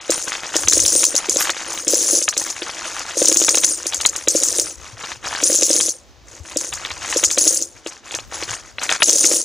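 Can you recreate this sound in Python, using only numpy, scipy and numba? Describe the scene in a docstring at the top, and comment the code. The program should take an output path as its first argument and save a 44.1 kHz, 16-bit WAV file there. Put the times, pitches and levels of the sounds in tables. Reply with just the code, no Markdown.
"""A hand rakes coins out of a plastic canister onto a heap in a metal bucket, close to a phone in light wind.
Dull rattle and bright clinks open it, by damped modes of plastic and coin; the spills are dense from 3.2 to 4.6 s.
From 5.4 s and from 6.5 s coins spill again, the bucket modes thudding, over wind made of filtered noise.
Scraping strokes and sparser clinks lead from 7.8 s to a last spill at 9.1 s.
Throughout, the phone delays the treble by 10.5 ms, ducks after loud peaks and clips what exceeds full scale."""
import sys
import numpy as np
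from scipy import signal
from scipy.fft import rfft, irfft, next_fast_len
from scipy.io import wavfile
from scipy.ndimage import uniform_filter1d, minimum_filter1d
from numba import njit

SR = 44100
rng = np.random.default_rng(int(sys.argv[2]) if len(sys.argv) > 2 else 0)


def store_wav(level_fs):
    """Save 16-bit WAV to argv[1]."""
    pcm = np.round(np.clip(np.atleast_2d(level_fs), -1, 1) * 32767)
    wavfile.write(sys.argv[1], SR, pcm.T.astype(np.int16))


N = 416304  # length in samples


def undb(db):
    """Decibel law: the amplitude gain of a level."""
    return 10 ** (np.asarray(db) / 20)


def level(x, db):
    """Root-mean-square scaling: brings a signal to an rms level."""
    return x * undb(db) / np.sqrt(np.mean(x ** 2))


def shape(table, hz):
    """Spectral envelope: dB at the given frequencies, interpolated over log frequency."""
    table_hz, table_db = np.transpose(table)
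    return np.interp(np.log(hz), np.log(table_hz), table_db)


@njit
def add(out, start, pole, left, right, length, soft):
    """Modal superposition: sums decaying sines, weighted per port, with a gradual contact onset."""
    for k in range(len(start)):
        z, gap = 1 + 0j, 1.
        for i in range(max(start[k], 0), min(start[k] + length[k], out.shape[1])):
            gap *= soft
            onset = (1 - gap) ** 2
            out[0, i] += (z * left[k]).imag * onset
            out[1, i] += (z * right[k]).imag * onset
            z *= pole[k]
    return out


def ring(s, hz, db, t60, lean_db=2.0, lag_us=8.6, contact_s=.00008):
    """Impact excitation: blows (rows) ring modes (columns), each blow at its own place between the ports."""
    place = rng.standard_normal((len(s), 2))  # one draw for the time lag, one for the level tilt
    hz, t60 = np.clip(hz, 50, .45 * SR), np.clip(t60, .001, 1)
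    s, hz, db, t60 = np.broadcast_arrays(s[:, None], hz, db, t60)
    turn = np.pi * hz * 1e-6 * lag_us * place[:, :1]  # half the phase lag goes to each port
    # on average the treble favours the left port
    tilt = lean_db * np.clip(hz / 2500, 0, 1) * (1 + 0.72 * place[:, 1:]) / 2
    gain = undb(db) * np.exp(2j * np.pi * rng.random(hz.shape))
    left = gain * undb(tilt) * np.exp(1j * turn)
    right = gain * undb(-tilt) * np.exp(-1j * turn)
    pole = np.exp((2j * np.pi * hz - np.log(1000) / t60) / SR)  # falls 60 dB in t60
    start, length = (s * SR).astype(np.int64), (t60 * SR).astype(np.int64)
    rows = start, pole, left, right, length
    soft = np.exp(-1 / (contact_s * SR))
    return add(np.zeros((2, N)), *(np.ravel(r) for r in rows), soft)


def scatter(lo_hz, hi_hz, table, blows, count):
    """Modal density: random modes for each blow, crowded towards the low end and weighted by a spectrum."""
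    hz = lo_hz + (hi_hz - lo_hz) * rng.random((blows, count)) ** 1.329
    return hz, shape(table, hz)


def stream(count, spread_db, curve, lag_s=0.):
    """Random impact process: blows at uniform random times, many weak and few strong, follow a level curve."""
    chance = rng.random((count, 2))
    s = chance[:, 0] * N / SR
    curve_db = np.interp(s + lag_s, *np.transpose(curve))
    db = curve_db - spread_db * np.log(1 - .985 * chance[:, 1])
    return s, db[:, None]


def chatter(s, db, span_s, fall_db, count):
    """Dissipation by repeated impacts: each blow is followed by ticks that weaken on average."""
    chance = rng.random((len(s), 2, count))
    late = chance[:, 0] ** 1.5
    db = db[:, None] - fall_db * late - 3.5 * np.log(1 - .95 * chance[:, 1])
    return np.ravel(s[:, None] + span_s * late), np.ravel(db)[:, None]


def swell(rows, rise_db_s, fall_db_s):
    """Power addition: at 200 steps a second, each row rises to its start, holds and dies away."""
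    s, length, db = np.transpose(rows)[:, :, None]
    t = np.arange(0, N / SR, 1 / 200)
    before_db = rise_db_s * np.maximum(s - t, 0)
    after_db = fall_db_s * np.maximum(t - s - length, 0)
    return np.sum(undb(db - before_db - after_db) ** 2, axis=0)


def curve_of(power):
    """Level of a power: rows of seconds and dB, with a floor near -70 dB."""
    return np.transpose([np.arange(len(power)) / 200, 10 * np.log10(power + 1e-7)])


def noise(table):
    """Spectral shaping: independent white noise on each port takes on the given spectrum."""
    hz = np.maximum(np.arange(N // 2 + 1) * SR / N, 1)
    return irfft(rfft(rng.standard_normal((2, N))) * undb(shape(table, hz)), N)


# Course of the wind rumble. Each row: time in seconds, relative level in dB.
WIND_COURSE = [(0.0, -61), (0.39, -68), (0.84, -49), (1.08, -67), (4.84, -59.5), (6.2, -59.5),
               (6.81, -56.5), (7.02, -51), (7.62, -63.5), (8.07, -63), (8.28, -51), (8.47, -55),
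               (8.65, -57), (9.44, -72)]
# Spectrum of the steady air hiss. Each row: frequency in Hz, relative spectral density in dB.
AIR_SPECTRUM = [(88, -25), (150, -15), (217, 21), (812, 16.5), (1570, 11), (3000, 9.5), (6500, 9),
                (15500, -59)]
AIR_DB = -51.5  # rms level of the hiss


def outdoors():
    """Turbulence noise: gusts rumble independently on each port, over a faint steady hiss."""
    rumble = level(noise([(15, -52), (55, 4.5), (110, -0.5), (170, -11.5), (400, -38)]), 7.5)
    steps = np.repeat(rng.standard_normal((2, N // 2000 + 1)), 2000, axis=1)
    gusts_db = 5 * uniform_filter1d(steps, 2000)[:, :N]
    lean_db = np.array([[1.5], [-1.5]])  # the left port is more exposed
    wind_db = np.interp(np.arange(N) / SR, *np.transpose(WIND_COURSE))
    air = noise(AIR_SPECTRUM)
    hiss = level(air + .5 * air[::-1], AIR_DB)  # the ports share part of the hiss
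    return rumble * undb(wind_db + gusts_db + lean_db) + hiss


# Single puffs on the ports. Each row: start in seconds, relative level in dB, frequency in Hz.
PORT_PUFFS = [(0.646, -13, 86.1), (3.977, -21, 73), (4.927, -17.5, 108), (6.4, -12.5, 81), (6.912, -19, 74),
              (8.5, -15, 112)]


def puffs():
    """Damped pressure oscillation: a puff presses one port harder than the other for a few cycles."""
    s, db, hz = np.transpose(PORT_PUFFS)
    return ring(s, hz[:, None], db[:, None], 0.078, contact_s=0.0096) * np.array([[1.3], [.4]])


# Handfuls spilling onto the heap. Each row: start in seconds, length in seconds, relative clatter level in dB.
COIN_SPILLS = [(0.129, 0.1, -26), (0.551, 0.09, -23.5), (0.708, 0.35, -16), (1.31, 0.12, -20.5),
               (1.693, 0.12, -29), (1.894, 0.28, -15.5), (2.38, 0.075, -23.5), (3.18, 0.53, -18.5),
               (3.79, 0.43, -33.5), (4.306, 0.3, -19.5), (4.652, 0.037, -28.5), (5.433, 0.39, -16.5),
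               (6.285, 0.084, -43), (6.456, 0.055, -37.5), (6.599, 0.055, -26), (7.09, 0.22, -26),
               (7.389, 0.16, -15), (9.068, 0.3, -14)]
SPILL_RISE_DB_S, SPILL_FALL_DB_S = 614, 181
# Strokes of the hand through the coins in the canister.
# Each row: start in seconds, length in seconds, relative rattle level in dB.
HAND_STROKES = [(0, 0.052, -35), (.08, 0.068, -30.5), (.28, 0.1, -28), (.43, 0.14, -29.5),
                (1.12, 0.14, -27.5), (1.39, 0.12, -24.5), (1.56, 0.16, -28.5), (2.3, 0.21, -34),
                (2.56, 0.26, -30.5), (2.85, 0.17, -25), (3.07, 0.063, -28.5), (4.8, 0.13, -37.5),
                (5.0, 0.12, -31), (5.25, 0.14, -26.5), (6.5, 0.067, -41), (6.73, 0.29, -32.5),
                (7.03, 0.15, -27), (7.765, 0.012, -42), (7.86, 0.073, -37), (8.06, 0.15, -34),
                (8.33, 0.087, -26), (8.48, 0.064, -24.5), (8.65, 0.036, -38.5), (8.815, 0.061, -27),
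                (8.895, 0.049, -20.5)]
STROKE_RISE_DB_S, STROKE_FALL_DB_S = 598, 262
STIR_DB = -8  # clatter that a stroke stirs up, against its rattle
MOUTH_UNDER_DB, MOUTH_TOP_DB = -1, -35  # rattle at the canister mouth: against the spill's clatter, at most


def clatter():
    """Energy summation on the heap: every spill, and a little with every stroke."""
    strokes = swell(HAND_STROKES, STROKE_RISE_DB_S, STROKE_FALL_DB_S)
    spills = swell(COIN_SPILLS, SPILL_RISE_DB_S, SPILL_FALL_DB_S)
    return curve_of(spills + undb(STIR_DB) ** 2 * strokes)


def rattle():
    """Energy summation in the canister: every stroke, and the coins that slide out during a spill."""
    s, length, db = np.transpose(COIN_SPILLS)
    mouth = np.transpose([s, length, np.minimum(db + MOUTH_UNDER_DB, MOUTH_TOP_DB)])
    strokes = swell(HAND_STROKES, STROKE_RISE_DB_S, STROKE_FALL_DB_S)
    return curve_of(strokes + swell(mouth, SPILL_RISE_DB_S, SPILL_FALL_DB_S))


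# Modes of the bucket. Each row: nominal frequency in Hz, relative level in dB, 60 dB decay time in seconds.
BUCKET_MODES = [(329.5, 4.5, 0.054), (493.7, 11, 0.024), (560, 11.5, 0.021)]


def bucket(s, db):
    """Heavily damped resonance: the loaded metal wall and the air in it answer with a short hollow thud."""
    hz, mode_db, t60 = np.transpose(BUCKET_MODES)
    chance = rng.standard_normal((len(s), 2, len(hz)))
    hz = hz * (1 + 0.025 * chance[:, 0])
    return ring(s, hz, db + mode_db + 0.94 * chance[:, 1], t60[None], contact_s=0.002)


def bucket_rumble():
    """Sustained random excitation: many small blows make the bucket rumble with the clatter."""
    s, db = stream(1800, 3.7, clatter(), lag_s=TREBLE_LAG_S)
    return bucket(s, 0.75 * db - 24.5)


# Colour of a knock. Each row: frequency in Hz, relative level in dB.
KNOCK_COLOUR = [(300, -9), (1500, -1.5), (3500, 1), (6000, -5), (12000, -17)]


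def knocks(s, db, centre_hz):
    """Broad modal impact: a dull knock round its centre pitch, then a short chatter."""
    hz = centre_hz[:, None] * np.exp(0.708 * rng.standard_normal((len(s), 24)))
    out = ring(s, hz, db[:, None] + shape(KNOCK_COLOUR, hz) - 8.0, .008)
    s, db = chatter(s, db, .012, 1.1, count=6)
    hz, colour_db = scatter(478, 5890, KNOCK_COLOUR, len(s), count=8)
    return out + ring(s, hz, db + colour_db - 20.5, 0.021)


# Colour of coins heard through plastic. Each row: frequency in Hz, relative level in dB.
PLASTIC_COLOUR = [(300, -39), (700, 0), (1400, 3), (2500, 0), (4200, -4), (6400, 2), (9000, -17),
                  (14000, 19.5)]
# Coins knocking the canister wall. Each row: start in seconds, relative level in dB, centre frequency in Hz.
WALL_KNOCKS = [(.12, -13, 2520), (.148, -19, 2250), (0.179, -16.5, 1170), (.298, -25, 1600),
               (.32, -13.5, 1810), (.352, -14.5, 1720), (.434, -16, 1620), (.541, -12.5, 2420),
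               (.635, -15, 2560), (1.243, -20, 1540), (1.408, -9.5, 1340), (1.472, -13.5, 1760),
               (1.567, -18, 2900), (1.776, -18, 2620), (2.327, -18, 2900), (2.694, -15, 1390),
               (2.856, -21, 1680), (3.109, -19, 2390), (3.36, -19, 2740), (3.923, -11, 3020),
               (5.04, -17, 1800), (5.118, -16.5, 2090), (5.243, -21.5, 1860), (5.35, -10, 1640),
               (5.403, -17, 1800), (6.513, -23, 3300), (6.723, -25, 1990), (6.85, -13, 2780),
               (6.872, -25, 2300), (6.905, -13, 2850), (7.126, -8.5, 1620), (7.237, -8, 3400),
               (8.188, -19.5, 1290), (8.784, -13.5, 2180), (8.817, -15.5, 1300), (9.004, -16, 880)]
FLURRY_DB = 4  # spread of the random level, before it is averaged over 15 ms into flurries


def canister():
    """Damped wall radiation: coins slide and tick behind the plastic, with louder knocks among them."""
    curve = rattle()
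    flurries = uniform_filter1d(rng.standard_normal(curve.shape), size=3, axis=0)
    curve = curve + [0, FLURRY_DB] * flurries  # only the level column varies
    s, db = stream(8000, 3.37, curve)
    hz, colour_db = scatter(290, 9760, PLASTIC_COLOUR, len(s), count=6)
    slide = ring(s, hz, db + colour_db - 11.5, 0.015)
    s, db = stream(1100, 3.57, curve)  # single ticks of many modes stand out of the slide
    hz, colour_db = scatter(283, 9820, PLASTIC_COLOUR, len(s), count=24)
    ticks = ring(s, hz, db + colour_db - 10.5, 0.011)
    return slide + ticks + knocks(*np.transpose(WALL_KNOCKS))


# Coins that ring out clearly, timed as heard after the treble lag.
# Each row: start in seconds, frequency in Hz, level in dB.
CLEAR_RINGS = [(0.961, 8760, -5), (.972, 9000, -19), (.972, 14700, -22), (1.398, 12740, -16),
               (1.905, 14560, -22), (5.455, 9670, -10), (7.407, 9500, -23), (8.999, 10150, -19),
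               (9.203, 8910, -9.5)]


def ringers():
    """Free vibration: a coin spinning free sings one clear note."""
    s, hz, db = np.transpose(CLEAR_RINGS)
    return ring(s - TREBLE_LAG_S, hz[:, None], db[:, None], 0.14, contact_s=0.0032)


# Kinds of coin. Each row: nominal frequency in Hz, relative level in dB, nominal 60 dB decay time in seconds.
COIN_KINDS = [(8620, 0, .14), (9070, -2, .12), (9500, -5, .1), (9800, -3, .15), (10200, -4, .18),
              (12700, -17, .12), (14600, -14, .15), (15000, -14, .15)]


def free_coins(s, db, share):
    """Beating modes: a share of the blows lets a coin ring near its kind's note, with varied damping."""
    chance = rng.random((len(s), 4))
    kind = (chance[:, 0] * len(COIN_KINDS)).astype(int)
    hz, coin_db, t60 = np.array(COIN_KINDS)[kind].T
    free = chance[:, 1] < share
    hz = hz * (1 + .028 * (chance[:, 2] - .5))
    t60 = t60 * (.45 + chance[:, 3] ** 2)
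    # a worn coin beats between two notes at most half a percent apart
    pair_hz = hz[:, None] * (1 + [0, .005] * chance[:, 1:2] / share)
    pair_db = db[free] + coin_db[free, None] - 2.5
    return ring(s[free], pair_hz[free], pair_db, t60[free, None], contact_s=0.000098)


# Colour of coin on coin. Each row: frequency in Hz, relative level in dB.
CLINK_COLOUR = [(2500, -36), (4500, -23), (6600, -4), (8000, -16), (10300, -23.5), (11500, -29),
                (13500, -41.5), (15500, -37)]


def heap():
    """Contact damping: dense coin-on-coin ticks die within milliseconds; a few modes ring longer."""
    s, db = stream(15000, 4.06, clatter(), lag_s=TREBLE_LAG_S)
    hz, colour_db = scatter(2465, 15470, CLINK_COLOUR, len(s), count=6)
    t60 = 0.0018 + 0.026 * rng.random(hz.shape) ** 3
    ticks = ring(s, hz, db + colour_db + 2.5, t60)
    free = free_coins(s, 1.366 * np.minimum(db, -10.0) - 3.5, 0.14)
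    s, db = stream(900, 2.8, clatter(), lag_s=TREBLE_LAG_S)  # sharp single cracks stand out
    hz, colour_db = scatter(2470, 15740, CLINK_COLOUR, len(s), count=30)
    return ticks + free + ring(s, hz, db + colour_db + 10.5, 0.0045)


# Single coins landing, timed by their treble as heard.
# Each row: start in seconds, then relative levels of clink, knock and bucket thud in dB.
COIN_LANDINGS = [(0.1048, 4.5, -19.5, -12.5), (0.283, -6, -19, -37), (0.5654, 4.5, -14, -15.5),
                 (0.684, 8, -10, -25), (.698, 3, -22, -31), (0.7332, 7, -9.5, -38), (0.7429, 2, -26, -22.5),
                 (.78, 3, -21, -19.5), (0.8018, 7.5, -13.5, -48), (0.863, 8, -27, -29),
                 (0.8912, 0.5, -23, -52), (0.962, 0, -22, -19.5), (1.0404, 7.5, -7.5, -50),
                 (1.052, 8.5, -36, -56), (1.153, -0.5, -21, -18.5), (1.1635, 6, -29, -36),
                 (1.296, 6, -19, -17), (1.37, 5, -21, -17.5), (1.503, -6.5, -5.5, -28.5),
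                 (1.8805, 3.5, -24, -18), (1.944, 4.5, -31, -14), (2.141, -17, -38, -19),
                 (2.1536, 2, -39, -23), (2.169, -6, -38, -31), (2.1838, -0.5, -34, -29),
                 (2.2258, 4, -24, -29), (2.2885, 4.5, -6, -55), (2.3777, 5, -21, -29),
                 (2.502, -3.5, -26, -35), (2.629, -26, -14, -22.5), (3.1798, -2.5, -29, -21),
                 (3.188, -11, -32, -33), (3.2269, 3, -12.5, -11.5), (3.2565, 7, -24, -22),
                 (3.283, 10, -22, -26), (3.299, 0, -24, -18), (3.3265, 4.5, -15, -16),
                 (3.371, 11.5, -29, -18), (3.409, -2.5, -24, -25), (3.425, 2.5, -14, -15),
                 (3.447, 5, -19, -24), (3.491, 7, -2.5, -24), (3.5539, 4.5, -7.5, -25),
                 (3.583, 3, -12, -21), (3.645, 10, -7.5, -48), (3.8668, 0.5, -21.5, -24),
                 (3.9452, 1, -15, -49), (4.0117, 0, -12.5, -45), (4.061, 10, -5, -28.5),
                 (4.163, -3.5, -17.5, -53), (4.2842, 9, -12.5, -18.5), (4.3588, 3.5, -26, -11.5),
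                 (4.4346, 8, -40, -24), (4.598, 6.5, -30, -17.5), (5.437, 4.5, -18, -20.5),
                 (5.509, -7, -21, -17), (5.529, 2, -23, -20), (5.554, 6.5, -23, -25),
                 (5.6322, 7, -18.5, -16), (5.7123, 2, -21, -16.5), (5.7627, -2, -28, -24.5),
                 (5.81, 4, -10.5, -36), (5.861, 2, -30.5, -37), (5.891, 1.5, -25.5, -27),
                 (6.571, 3.5, -34, -19.5), (6.736, -3.5, -17, -45), (7.1705, 4.5, -31, -16),
                 (7.2393, 7, -17, -24), (7.2475, 9, -30, -46), (7.313, 0, -18, -52),
                 (7.3244, 1.5, -29, -49), (7.385, 4, -13, -16), (7.453, -2, -37, -41),
                 (7.4769, 8, -23, -20), (7.624, -2.5, -32, -28), (7.872, -12, -17.5, -23.5),
                 (8.1187, -12, -23.5, -41), (8.1505, -6.5, -16.5, -28), (8.434, -24, -13, -28),
                 (8.8346, -7, -17, -54), (8.9012, -7, -5, -32), (9.0296, 8.5, 2.5, -50),
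                 (9.0943, -3, -23, -19), (9.1047, 6, -16.5, -27), (9.1305, 5.5, -24, -32),
                 (9.2524, 7, -13, -19.5), (9.323, 0.5, -19.5, -18.5)]
LANDING_KNOCK_HZ, KNOCK_AFTER_S = 3045, 0.002


def landings():
    """Impact and settling: each coin cracks on the heap, knocks, chatters to rest and thuds the bucket."""
    s, db, knock_db, thud_db = np.transpose(COIN_LANDINGS)
    s = s - TREBLE_LAG_S
    hz, colour_db = scatter(2610, 15390, CLINK_COLOUR, len(s), count=40)
    cracks = ring(s, hz, db[:, None] + colour_db, 0.0041)
    thuds = bucket(s, thud_db[:, None])
    dull = knocks(s + KNOCK_AFTER_S, knock_db, np.full(len(s), LANDING_KNOCK_HZ))
    s, db = chatter(s, db, 0.035, 10.6, count=16)
    hz, colour_db = scatter(2488, 15680, CLINK_COLOUR, len(s), count=10)
    settling = ring(s, hz, db + colour_db - 13.5, 0.021)
    return cracks + thuds + dull + settling + free_coins(s, db - 30.0, 0.092)


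def scene():
    """Linear superposition: wind, bucket, canister, heap and single landings add in the open air."""
    background = outdoors() + puffs()
    vessels = bucket_rumble() + canister()
    return background + vessels + ringers() + heap() + landings()


LIMIT_DB, LIMIT_SHARE, LIMIT_HOLD_S = -2, 0.36, .012  # threshold, share of the excess taken off, hold


def limit(x):
    """Dynamic compression: just after a loud peak the gain drops, holds and glides back."""
    hold = int(LIMIT_HOLD_S * SR)
    peak = np.maximum(np.abs(x).max(axis=0), undb(LIMIT_DB))
    gain = (undb(LIMIT_DB) / peak) ** np.clip(LIMIT_SHARE, 0, 1)
    gain = minimum_filter1d(gain, hold, origin=(hold - 1) // 2)  # the origins make both windows look back
    gain = uniform_filter1d(gain, hold // 2, origin=(hold // 2 - 1) // 2)
    return x * gain


SPLIT_HZ, TREBLE_LAG_S, TOP_HZ = 4100, .0105, 15650  # the treble above the split lags; the top is cut


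def record(dry):
    """Transfer function: ports differ most near 2.35 kHz, treble lags, loud peaks duck and clip, the top is cut."""
    size = next_fast_len(N + SR // 10)
    hz = np.arange(size // 2 + 1) * SR / size
    bump = np.exp(-.5 * ((hz - 2350) / 500) ** 2)
    ports = np.exp(np.array([[1], [-1]]) * bump * (0.067 + .3j))  # opposite gain and phase
    treble = 1 / (1 + np.exp(np.clip((SPLIT_HZ - hz) / 15, -50, 50)))
    late = 1 - treble + treble * np.exp(-2j * np.pi * hz * TREBLE_LAG_S)
    arrived = irfft(rfft(dry, size) * ports * late, size)[:, :N]
    heard = np.clip(limit(arrived), -1, 1)
    return signal.sosfilt(signal.ellip(12, .2, 80, TOP_HZ, fs=SR, output="sos"), heard)


dry = scene()
out = record(dry)
store_wav(out)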